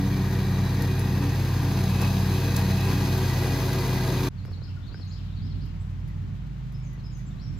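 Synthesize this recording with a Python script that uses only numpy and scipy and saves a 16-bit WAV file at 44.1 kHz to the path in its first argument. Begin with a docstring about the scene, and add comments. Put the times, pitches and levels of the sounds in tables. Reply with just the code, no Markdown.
"""A far lawn, then a sheltered yard: a riding mower approaches, and at 4.288 s the scene jumps to the yard.
Lawn: harmonics make the exhaust drone and blade hum, shaped noise the deck roar and struck twigs,
gliding narrow noise bands the whirring steel, ringing grit the pings.
Yard: low harmonics and noise make the mower's rumble, noise the open air, gliding whistles with tree echoes
the birds, short pulses and noise the soft taps, scuffs and ticks close by."""
import sys
import numpy as np
from scipy import signal
from scipy.fft import rfft, irfft
from scipy.io import wavfile

SR = 44100
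rng = np.random.default_rng(int(sys.argv[2]) if len(sys.argv) > 2 else 0)


def dump(signal):
    """Clip the signal to [-1, 1] and save it as 16-bit WAV at the path in sys.argv[1]."""
    limited = np.clip(np.atleast_2d(signal).T, -1, 1)
    pcm = np.round(limited * 32767).astype(np.int16)
    wavfile.write(sys.argv[1], SR, pcm)


N = 334719
T, HZ = np.arange(N) / SR, np.fft.rfftfreq(N, 1 / SR)

# engine speed: t/s, rate/(four-stroke cycles/s)
SPEED = [(0, 25.5), (2.0, 25.5), (2.8, 25.42), (3.6, 25.22), (4.3, 25.25), (5.2, 25.6), (6.5, 25.72),
         (7.6, 25.5)]
# exhaust harmonics: multiple of the cycle rate, lawn level/dB, yard level/dB
EXHAUST = [(2, -35, -36.5), (3, -50, -59), (4, -40, -49), (5, -28.5, -40.5), (6, -34.5, -38.5),
           (7, -51, -52), (8, -41.5, -50.5), (9, -44.5, -66.5), (10, -43.5, -63.5), (12, -53, -90),
           (13, -48, -78), (14, -49.5, -75), (16, -61.5, -85)]
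# likeness of the two microphone ports on the lawn: f/Hz, likeness 0-1
LAWN_LIKENESS = [(200, .99), (450, .95), (1000, .88), (2200, .66), (4200, .84), (5400, .62), (6200, .82),
                 (6900, .6), (7700, .96), (8700, .99), (9500, .88), (11000, .78), (13200, .99)]
# port balance on the lawn: f/Hz, left minus right/dB
LAWN_BALANCE = [(100, 7), (500, 2.5), (1500, 3), (2400, -0.5), (3300, 4.5), (4500, 0.5), (5500, -3),
                (7000, 0)]
# likeness of the ports in the yard: f/Hz, likeness 0-1
YARD_LIKENESS = [(200, 0.72), (500, 0.12), (1500, 0.073), (3000, 0.36), (7000, 0.15), (9000, 1),
                 (11200, 0.59), (12800, .99)]
# port balance in the yard: f/Hz, left minus right/dB
YARD_BALANCE = [(100, -8), (250, 3.5), (500, 2), (1200, 7), (2000, 3), (6500, 5), (8000, -0.5)]


def gain_of(db):
    """Decibels to amplitude."""
    return 10 ** (np.asarray(db) / 20)


def evened(x):
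    """Scaled to rms 1."""
    return x / np.sqrt(np.mean(x ** 2) + 1e-20)


def over_time(rows):
    """Each column of a curve table at every sample."""
    s, *columns = np.transpose(rows)
    return [np.interp(T, s, c) for c in columns]


def over_hz(points):
    """A short spectrum at every frequency, interpolated over log f."""
    f, value = np.transpose(points)
    return np.interp(np.log(HZ + 1), np.log(f + 1), value)


def shaped(x, gain):
    """Filters by a gain at every frequency."""
    return irfft(rfft(x) * gain, N)


def add(mix, s, sound):
    """Lays a sound into the mix at a time in s."""
    part = mix[round(s * SR):][:len(sound)]
    part += sound[:len(part)]


def drift(rate_hz):
    """Gaussian-spectrum random motion of rms 1, mostly below rate_hz."""
    hz = HZ[:len(HZ) // 10]
    real, imaginary = rng.standard_normal((2, len(hz)))
    return evened(irfft((real + 1j * imaginary) * np.exp(-(hz / rate_hz) ** 2) * (hz > 0), N))


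def swells(rows, width_s):
    """Smooth passing changes of level, in dB."""
    return sum(db * np.exp(-((T - s) / width_s) ** 2) for s, db in rows)


def ports(direct, diffuse, likeness, balance):
    """Two ports hear one sound with a phase between them, the right also an unrelated share."""
    # f/Hz, left lead/rad
    port_phase = [(0, 0), (2300, 0), (2800, 1.4), (3400, -1.2), (3800, 0), (4900, .2), (5600, -2.0),
                  (6600, -.9), (7200, -2.95), (8700, -3.2), (9300, -3.4), (10000, -3.9), (11500, -4.9),
                  (13100, -6.28)]
    same = np.clip(over_hz(likeness), 0, 1)
    tilt = gain_of(over_hz(balance) / 2)
    shared = shaped(direct, same * np.exp(-1j * over_hz(port_phase)) / tilt)
    unrelated = shaped(diffuse, np.sqrt(1 - same ** 2) / tilt)
    return np.array([shaped(direct, tilt), shared + unrelated])


def turbulence(db, band_hz, likeness, balance, knock=0):
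    """Stereo noise of a given spectrum, mid channel at rms 1 within a band; knock joins the noise."""
    direct, diffuse = rng.standard_normal((2, N))
    noise = shaped(np.array([evened(direct + knock), diffuse]), gain_of(db))
    x = ports(*noise, likeness, balance)
    return x / np.std(shaped(x.mean(0), (HZ > band_hz[0]) & (HZ < band_hz[1])))


def tone(turns, multiple, scatter, lag_rad=0):
    """One harmonic at rms 1, with a share that fades in and out through moving air and trees."""
    path = 1 + scatter * (drift(5.7) + 1j * drift(4.8))
    return evened((path * np.exp(1j * (2 * np.pi * multiple * turns - lag_rad))).imag)


def trees(x, t60_s, delay_s):
    """Trunks and leaves scatter a sound into a sparse decaying tail, different at each port."""
    t = T[:SR]
    sparse = rng.standard_normal((2, SR)) * (rng.random((2, SR)) < .05)
    tail = sparse * gain_of(-60 * t / t60_s) * (1 - np.exp(-t / delay_s))
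    return signal.fftconvolve(x[None], tail / np.linalg.norm(tail[0]), axes=1)[:, :N]


def air(level_db=-60, swell_db=-0.2, leaves_db=1.5):
    """The faint noise wash of open air, with leaves stirring unevenly in the treble."""
    # f/Hz, density/dB
    air_spectrum = [(100, 16.5), (500, 1), (1000, 0.5), (2000, -2.5), (4000, -8.5), (6000, -15),
                    (8000, -17.5), (10000, -27), (14000, -25.5), (15500, -37)]
    wash = turbulence(over_hz(air_spectrum), (500, 3000), YARD_LIKENESS, YARD_BALANCE)
    leaves = shaped(wash, HZ ** 2 / (HZ ** 2 + 6000 ** 2))
    wash = wash + leaves * (gain_of(leaves_db * drift(32)) - 1)
    return wash * gain_of(level_db + swell_db * drift(7.2))


def far_calls(quaver=0.023, tree_db=7.5):
    """A distant bird's level whistles, heard only through scattering trees."""
    # t/s, length/s, f/Hz, level/dB ahead of the tree gain
    notes = [(6.06, 0.06, 1950, -64), (6.37, 0.04, 3000, -66), (6.78, 0.11, 2310, -66),
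             (6.89, 0.08, 1950, -64), (7.168, 0.045, 1900, -62)]
    song, waver = np.zeros(N), 1 + quaver * drift(80)
    for s, length_s, hz, db in notes:
        size = round(length_s * SR)
        whistle = np.sin(2 * np.pi * np.cumsum(hz * waver[:size]) / SR)
        add(song, s, gain_of(db) * whistle * np.hanning(size))
    return gain_of(tree_db) * trees(song, t60_s=0.14, delay_s=0.003)


def twitter(start_s=4.8, end_s=5.6, low_hz=2700, high_hz=4400, level_db=-61, count=60):
    """A faint blurred twitter of random rising or falling slurs, heard only through the trees."""
    song, u = np.zeros(N), np.linspace(-.5, .5, SR // 30)
    for when, pitch, slur in rng.random((count, 3)):
        hz = (low_hz + pitch * (high_hz - low_hz)) * (1 + 0.354 * np.sign(slur - .5) * u)
        whistle = np.sin(2 * np.pi * np.cumsum(hz) / SR) * np.hanning(len(u))
        add(song, start_s + when * (end_s - start_s), gain_of(level_db) * whistle)
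    return trees(song, t60_s=0.19, delay_s=0.0086) * gain_of([[2], [-2]])


def birds(direct_db=-4.0, near_db=2, far_db=-9, buzz=.045, quaver=0.0044):
    """Each syllable is a whistle gliding through its pitches, blurred by near branches and the far tree line."""
    # name: length/s, roughness 0-1, echo/dB, glide pitches/Hz
    repertoire = { "slur": (0.04, 0.1, -1.5, [4570, 4490, 4270, 3930, 3550]),
                  "rise": (0.04, 0.25, 0, [4200, 4700, 4950, 5150]),
                  "peak": (0.064, 0.12, -1, [3740, 3900, 4190, 4740, 5330, 4320, 3870, 3650]),
                  "hold": (0.044, 0.16, 0, [5120, 5290, 5240, 5180]),
                  "murmur": (0.07, 1, -1, [3500, 3720, 3850]),
                  "drop": (0.045, 1.0, 2, [3500, 3050, 2750, 2500]),
                  "buzz": (0.046, 0.9, -2, [6000, 6700, 7300]), "peep": (0.028, 0.1, -2, [1460, 1400]),
                  "pip": (0.055, 0.03, -4, [5330, 5220, 5130, 5060, 5100]),
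                  "whistle": (0.05, 0.04, -7, [5260, 5170, 5170, 5130]),
                  "slide": (0.078, 0.26, 0, [7600, 6700, 6050, 6040]),
                  "chip": (0.026, 0.05, -5, [3560, 3600, 3540]),
                  "tsip": (0.042, 0.1, -9, [7440, 7460, 7230, 7450]),
                  "zip": (0.046, 0.9, -2, [7300, 7700, 8400]),
                  "arch": (0.115, 0.42, -1, [3600, 3950, 4330, 5450, 5650, 5150, 4850])}
    # warbled song, then thin high calls: t/s, syllable, level/dB
    phrases = [(4.368, "slur", -55), (4.425, "rise", -60), (4.452, "hold", -60), (4.513, "slur", -49),
               (4.606, "peak", -50), (4.652, "hold", -64), (4.674, "drop", -56), (4.671, "peep", -53),
               (4.762, "peep", -46), (4.81, "murmur", -58), (4.863, "slur", -50), (4.918, "rise", -53),
               (4.944, "hold", -55), (5.004, "slur", -47.5), (5.066, "buzz", -58), (5.091, "peak", -48.5),
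               (5.135, "hold", -63), (5.175, "drop", -57.5), (5.295, "murmur", -58.5),
               (5.358, "slur", -52.5), (5.408, "rise", -55), (5.44, "hold", -58), (5.496, "slur", -52),
               (5.59, "peak", -54.5), (5.655, "drop", -58), (5.79, "zip", -65), (6.733, "whistle", -54),
               (6.818, "slide", -61), (6.978, "slur", -60), (7.03, "pip", -51.5), (7.106, "slide", -58.5),
               (7.258, "tsip", -56.5), (7.303, "chip", -57), (7.365, "arch", -54.5), (7.564, "tsip", -59)]
    song, thrown, flutter = np.zeros(N), np.zeros(N), drift(500)
    for s, name, db in phrases:
        length_s, rough, echo_db, pitches_hz = repertoire[name]
        u = np.linspace(0, 1, round(length_s * SR))
        hz = np.interp(u, np.linspace(0, 1, len(pitches_hz)), pitches_hz)
        hz = hz * (1 + (quaver + buzz * rough) * np.roll(flutter, -round(s * SR))[:len(u)])
        whistle = gain_of(db) * np.sin(2 * np.pi * np.cumsum(hz) / SR) * signal.windows.tukey(len(u), .7)
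        add(song, s, whistle)
        add(thrown, s, gain_of(echo_db) * whistle)
    # twigs and leaves throw back the high notes best
    scattered = shaped(thrown, HZ ** 2 / (HZ ** 2 + 2000 ** 2))
    near = gain_of(near_db) * trees(scattered, t60_s=0.45, delay_s=0.0031)
    far = gain_of(far_db) * trees(scattered, t60_s=0.8, delay_s=.04)
    return (gain_of(direct_db) * song + near + far) * gain_of([[2.6], [-2.6]])


def taps(lag_cycles=1.5, level_db=-1, echo_db=-12, ring_hz=1560, ring_t60_s=0.032,
         snap_hz=1700, snap_delay_s=0.0006):
    """Sharp snap, dull push whose bass arrives last, a little ring and short echo; soft scuffs lie between."""
    # t/s, level/dB ahead of level_db, ring/dB and snap/dB against the push
    tap_rows = [(4.451, -40.5, -22, 2), (4.481, -48, -28, -12), (4.515, -42, -25, -14),
                (4.617, -42, -28, -18), (4.944, -41, 2.5, 0), (4.997, -43.5, -30, -16),
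                (6.563, -56, -26, -12), (6.977, -46, -28, -18)]
    # t/s, length/s, level/dB
    scuff_rows = [(4.467, 0.045, -49.5), (4.563, 0.041, -53), (4.882, 0.07, -53)]
    # taps and scuffs: f/Hz, density/dB
    push_spectrum = [(60, -23), (200, 1), (400, 3.5), (750, -6), (1400, -11), (2500, -22), (6000, -42),
                     (12000, -58)]
    blows, scuffs, t = np.zeros(N), np.zeros(N), T[:SR // 20]
    colour = gain_of(over_hz(push_spectrum))
    push = irfft(colour * np.exp(-2j * np.pi * lag_cycles * np.log(HZ + 1)), N)[:len(t)]
    push = push / abs(push).max()
    ring = gain_of(-60 * t / ring_t60_s) * np.sin(2 * np.pi * ring_hz * t)
    u = 2 * np.pi * snap_hz * np.maximum(t - snap_delay_s, 0)
    snap = u * (2 - u) * np.exp(-u)
    snap = snap / snap.max()
    for s, db, ring_db, snap_db in tap_rows:
        blow = push + gain_of(ring_db) * ring + gain_of(snap_db) * snap
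        add(blows, s, gain_of(db + level_db) * blow)
    for s, length_s, db in scuff_rows:
        add(scuffs, s, gain_of(db) * np.hanning(round(length_s * SR)))
    rubbing = scuffs * evened(shaped(rng.standard_normal(N), colour))
    return blows + rubbing + gain_of(echo_db) * trees(blows, t60_s=0.074, delay_s=0.0023)


def snaps(rows, level_db, rise_s, t60_s, crackle_db):
    """Short bright noise bursts whose level crackles irregularly."""
    # f/Hz, density/dB
    snap_spectrum = [(500, -27), (2000, -23), (4500, 2.5), (7000, 2.5), (9000, 2.5), (13000, 1),
                     (15500, -11)]
    strikes, t = np.zeros(N), T[:SR // 4]
    for s, db in rows:
        add(strikes, s, gain_of(db + level_db - 60 * t / t60_s) * (1 - np.exp(-t / rise_s)))
    splinters = evened(gain_of(crackle_db * drift(700)))
    noise = turbulence(over_hz(snap_spectrum), (7000, 15000), LAWN_LIKENESS, LAWN_BALANCE)
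    return strikes * splinters * noise


def ticks():
    """Faint crisp ticks in the yard, as short noise bursts."""
    # t/s, level/dB ahead of level_db
    tick_rows = [(4.45, -57), (4.5126, -61), (5.0399, -61), (5.6543, -58), (6.0748, -57), (6.7198, -57),
                 (6.7752, -70), (6.9294, -60), (7.1718, -58)]
    return snaps(tick_rows, level_db=-10, rise_s=.001, t60_s=0.12, crackle_db=3.0)


def far_mower(cycles, right_lead_s=0.0005, octave_db=-50, throb_db=1.5, roar_db=-67, rumble_db=-51):
    """Mostly bass bends round into the yard, from the right, much of it scattered into a throbbing rumble."""
    # exhaust fades: t/s, multiples 2-3/dB, 4-5/dB, above/dB
    shelter = [(4.35, -6, 0, -10), (4.55, -8, -6, -13), (4.8, -7, -4, -10), (5.05, -14, -7, -4.5),
               (5.18, -2, -4, -5.5), (5.5, -2, -14, -3.5), (5.8, 0, -1, -5.5), (6.35, -1, -4, -2.5),
               (6.8, -1, 4, -3), (7.0, -1.5, 0.5, -3.5), (7.6, -2.5, -1.5, -2.5)]
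    # blade hum throbs and dies away: t/s, level/dB ahead of a 2 dB cut
    yard_hum = [(4.3, -39), (4.52, -31), (4.62, -37), (4.73, -32), (4.85, -37.5), (4.95, -41),
                (5.03, -33.5), (5.16, -34), (5.42, -31.5), (5.56, -33), (5.7, -38), (5.92, -32),
                (6.08, -37.5), (6.19, -32.5), (6.45, -40), (7.0, -52)]
    # f/Hz, density/dB
    rumble_spectrum = [(20, -30), (32, -17), (50, -3), (80, -4.5), (108, 2), (150, -2.5), (200, -10.5),
                       (280, -14.5), (350, -23.5), (450, -33), (800, -74)]
    # rumble swells: t/s, rise/dB
    swell_rows = [(4.48, 2.5), (4.95, 4), (5.3, 1.5), (5.55, 8), (5.92, -0.5), (6.3, 3.5), (6.8, -3),
                  (7.14, 1), (7.6, 8)]
    # faint deck roar: f/Hz, density/dB
    far_roar = [(100, -9), (300, -1), (700, 4), (1300, -7), (2200, -21), (4000, -42)]
    lowest, fifth, upper = gain_of(over_time(shelter))
    harmonics = exhaust(cycles, column=2, scatter=0.07)
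    tones = sum(h * (lowest if row[0] < 4 else fifth if row[0] < 6 else upper)
                for row, h in zip(EXHAUST, harmonics))
    turns = 3.672 * cycles  # belt slips a little more than on the lawn
    tones += gain_of(over_time(yard_hum)[0] - 2.0) * tone(turns, 0.99, scatter=0.12)
    tones += gain_of(octave_db) * tone(turns, 2, scatter=0.29)
    rumble = turbulence(over_hz(rumble_spectrum), (160, 350), YARD_LIKENESS, YARD_BALANCE)
    rumble = rumble * gain_of(rumble_db + swells(swell_rows, width_s=0.11) + throb_db * drift(14))
    roar = gain_of(roar_db) * evened(shaped(rng.standard_normal(N), gain_of(over_hz(far_roar))))
    left, right = (tones + roar) * gain_of([[-0.8], [0.8]]) + rumble
    return np.array([left, shaped(right, np.exp(2j * np.pi * HZ * right_lead_s))])


def twigs():
    """Twigs and grit struck by the blades, as splintering noise bursts."""
    # t/s, level/dB ahead of level_db
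    twig_rows = [(0.8202, -42), (0.992, -45), (1.8371, -45), (2.0138, -40), (2.562, -33), (3.1756, -45),
                 (3.7278, -44)]
    return snaps(twig_rows, level_db=2.0, rise_s=0.0014, t60_s=0.058, crackle_db=-4.0)


def pings(half_width_hz=260, t60_s=0.06):
    """Grit pings off the blades: a short ring of steel, a noise band round one pitch."""
    # t/s, f/Hz, level/dB
    ping_rows = [(0.992, 10500, -38)]
    out, t = np.zeros(N), T[:SR // 8]
    grit = (drift(half_width_hz) + 1j * drift(half_width_hz))[:len(t)]
    for s, hz, db in ping_rows:
        ring = (grit * np.exp(2j * np.pi * hz * t)).real
        add(out, s, gain_of(db - 60 * t / t60_s) * ring * (1 - np.exp(-t / .001)))
    return ports(out, out, LAWN_LIKENESS, LAWN_BALANCE)


def whirs(cycles, half_width_hz=100, waver_db=2.0, throb=0.081, level_db=-2.0):
    """Deck resonances: narrow bands of ringing steel that glide as the mower turns and pulse with the engine."""
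    # one curve per resonance: t/s, centre f/Hz, level/dB ahead of level_db
    whir_curves = [
        [(0, 1870, -50), (0.8, 1878, -46), (1.6, 1822, -50.5), (2.3, 1846, -52.5), (3.0, 1930, -46),
         (3.8, 1973, -46), (4.29, 1956, -48)],
        [(0, 2330, -53), (0.7, 2363, -49.5), (1.1, 2580, -51.5), (1.8, 2594, -53), (2.03, 2560, -43.5),
         (2.2, 2580, -55), (2.45, 2550, -47), (2.65, 2544, -48), (2.86, 2570, -44.5), (3.2, 2512, -49),
         (4.29, 2458, -51)],
        [(0, 3920, -55), (0.8, 3924, -50), (1.5, 3940, -61), (2.03, 3910, -49), (2.5, 4000, -49),
         (3.2, 3930, -53), (4.29, 3950, -51)],
    ]
    direct, diffuse = np.zeros((2, N))
    for curve in whir_curves:
        hz, db = over_time(curve)
        turn = np.exp(2j * np.pi * np.cumsum(hz) / SR)
        size = gain_of(db + level_db + waver_db * drift(11)) * (1 + throb * np.cos(6 * np.pi * cycles))
        for port in (direct, diffuse):
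            port += size * (turn * (drift(half_width_hz) + 1j * drift(half_width_hz))).real
    return ports(direct, diffuse, LAWN_LIKENESS, LAWN_BALANCE)


def deck_levels(start_db=-37.5, approach_db_per_s=1.04, hiss_db=-41.5, shade_db=-5.5,
                clear_s=1.74, clearing_s=0.33):
    """Reference roar and hiss/dB as the mower nears, clears a tree's shade and surges in thick tufts."""
    # t/s, rise/dB
    tufts = [(0.83, 2), (2.03, 4.5), (2.57, 1), (2.91, 1.5)]
    load_db = swells(tufts, width_s=0.036)
    hidden = (1 - np.tanh((T - clear_s) / (2 * clearing_s))) / 2
    return start_db + approach_db_per_s * T + load_db, hiss_db + shade_db * hidden + load_db / 2


def deck(cycles, blade_throb=0.033, valve_throb=0.08, flutter_db=0.84, ripple_db=3.0, knock_share=0.27):
    """Air and grass whirl in the steel deck; the roar beats with the blades, the hiss with the engine."""
    # f/Hz, density/dB
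    roar_spectrum = [(25, -28), (40, -16), (58, -13), (150, -4.5), (370, -6), (600, -10), (900, -12),
                     (1400, -16), (2500, -14.5), (5000, -18.5), (7000, -21.5), (10000, -24), (13300, -28),
                     (15700, -34.5)]
    # deck ringing and ground-echo notches: f/Hz, half width/Hz, change/dB
    deck_colour = [(598, 26, -12), (840, 30, 0.5), (906, 46, 2.5), (1320, 56, -2.5), (1860, 85, 1),
                   (2185, 38, -10.5), (2810, 63, -6), (3050, 30, -6), (3180, 36, -2.5), (4390, 100, 2),
                   (4900, 230, 2.5), (5760, 110, -4.5), (6000, 87, 7.5), (6400, 66, 2.5), (11200, 150, 4),
                   (13160, 330, 7.5)]
    colour = over_hz(roar_spectrum)
    colour = colour + sum(db / (1 + ((HZ - hz) / width_hz) ** 2) for hz, width_hz, db in deck_colour)
    # crowded sheet-metal modes ripple the spectrum above the bass
    colour = colour + ripple_db * drift(78)[:len(HZ)] * HZ / (HZ + 600)
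    # valves and piston make the same irregular knocking in every cycle
    one_cycle = rng.standard_normal(round(SR / SPEED[0][1]))
    knock = knock_share * one_cycle[(cycles % 1 * len(one_cycle)).astype(int)]
    treble = 1 / (1 + (1700 / (HZ + 1)) ** 4)
    low_db = colour + 10 * np.log10(1 - treble + 1e-12)
    high_db = colour + 10 * np.log10(treble)
    low = turbulence(low_db, (300, 1500), LAWN_LIKENESS, LAWN_BALANCE, knock)
    high = turbulence(high_db, (3000, 7000), LAWN_LIKENESS, LAWN_BALANCE, knock)
    roar_db, hiss_db = deck_levels()
    chop, clatter = np.cos(2 * np.pi * 3.702 * cycles), np.cos(6 * np.pi * cycles)
    roar = low * gain_of(roar_db - 3.5) * (1 + blade_throb * chop)
    hiss = high * gain_of(hiss_db - 1.1) * (1 + valve_throb * clatter)
    return (roar + hiss) * gain_of(flutter_db * drift(71))


def blades(cycles, passes_per_cycle=3.702, wander_turns=0.036):
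    """The belt-driven blades chop the air: a hum with overtones that swell and fade, each in its own time."""
    # pass rate: t/s, level/dB
    hum_curve = [(0, -29.5), (0.85, -27), (1.45, -27.5), (1.85, -27.5), (2.7, -26), (3.1, -28),
                 (3.35, -28.5), (3.95, -34), (4.29, -32)]
    # multiples 2, 3, 4 of the pass rate: t/s, level/dB ahead of a 0.37 dB cut
    second = [(0, -28.5), (.2, -28), (.55, -31), (.8, -33.5), (.98, -38), (1.15, -33), (1.3, -41),
              (1.65, -38), (1.8, -31.5), (2.05, -31), (2.25, -32), (2.42, -38.5), (2.62, -30.5),
              (2.9, -31.5), (3.08, -31), (3.25, -41), (3.8, -40), (3.95, -36), (4.08, -34), (4.29, -39)]
    third = [(0, -32.5), (.25, -44), (.65, -45), (.82, -38.5), (1.0, -47.5), (1.13, -39), (1.27, -32.5),
             (1.47, -51), (1.66, -35), (1.95, -50), (2.35, -44), (2.5, -36), (2.76, -45), (2.95, -36),
             (3.099, -35), (3.23, -48), (3.45, -40.5), (3.751, -39.5), (4.05, -44), (4.26, -30)]
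    fourth = [(0, -50), (.25, -42), (.65, -43), (.95, -42.5), (1.3, -47.5), (1.7, -54), (1.82, -40.5),
              (2.15, -50.5), (2.36, -38), (2.76, -48), (2.88, -32), (3.04, -45), (3.2, -33.5),
              (3.35, -40.5), (3.651, -39), (4.29, -37)]
    # multiple of the pass rate, start level against the roar reference/dB, further rise/(dB/s)
    high_tones = [(5, -15.5, 0.2), (6, -27.5, 2), (7, -17.5, 0.5), (8, -23.5, 0), (10, -20, -1.05)]
    roar_db, _ = deck_levels()
    turns = passes_per_cycle * cycles + wander_turns * drift(4.5)
    hum = gain_of(over_time(hum_curve)[0]) * tone(turns, 1, scatter=0.07)
    for k, curve in enumerate([second, third, fourth], 2):
        hum += gain_of(over_time(curve)[0] - 0.37) * tone(turns, k, scatter=0.23)
    for k, db, rise in high_tones:
        hum += gain_of(roar_db + db + rise * T) * tone(turns, round(k), scatter=1.0)
    return hum


def exhaust(cycles, column, scatter, spread_rad=2.26):
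    """One puff per engine cycle, as a list of harmonics whose phases spread with the square of their
    multiple, softening the puff; the high ones waver most."""
    return [gain_of(row[column]) * tone(cycles, row[0], scatter * (row[0] / 5) ** 2, spread_rad * row[0] ** 2)
            for row in EXHAUST]


def scene(jump_s=4.288, fade_db=-15, fade_s=0.02):
    """The open lawn, then the sheltered yard, which fades in just after the jump."""
    # the governor hunts a little
    cycles = np.cumsum(over_time(SPEED)[0] * (1 + 0.0016 * drift(8))) / SR
    drone = sum(exhaust(cycles, column=1, scatter=0.035))
    lawn = drone + blades(cycles) + deck(cycles) + whirs(cycles) + pings() + twigs()
    yard = far_mower(cycles) + air() + birds() + twitter() + far_calls() + taps() + ticks()
    fade_in = gain_of(fade_db * np.exp(-np.maximum(T - jump_s, 0) / fade_s))
    return np.where(T < jump_s, lawn, yard * fade_in)


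def record(dry):
    """The band limit of the recorder: a steep low-pass at 15750 Hz."""
    low_pass = signal.firwin(1023, 15750, window=("kaiser", 9), fs=SR)
    return signal.oaconvolve(dry, low_pass[None], "same")


dry = scene()
out = record(dry)
dump(out)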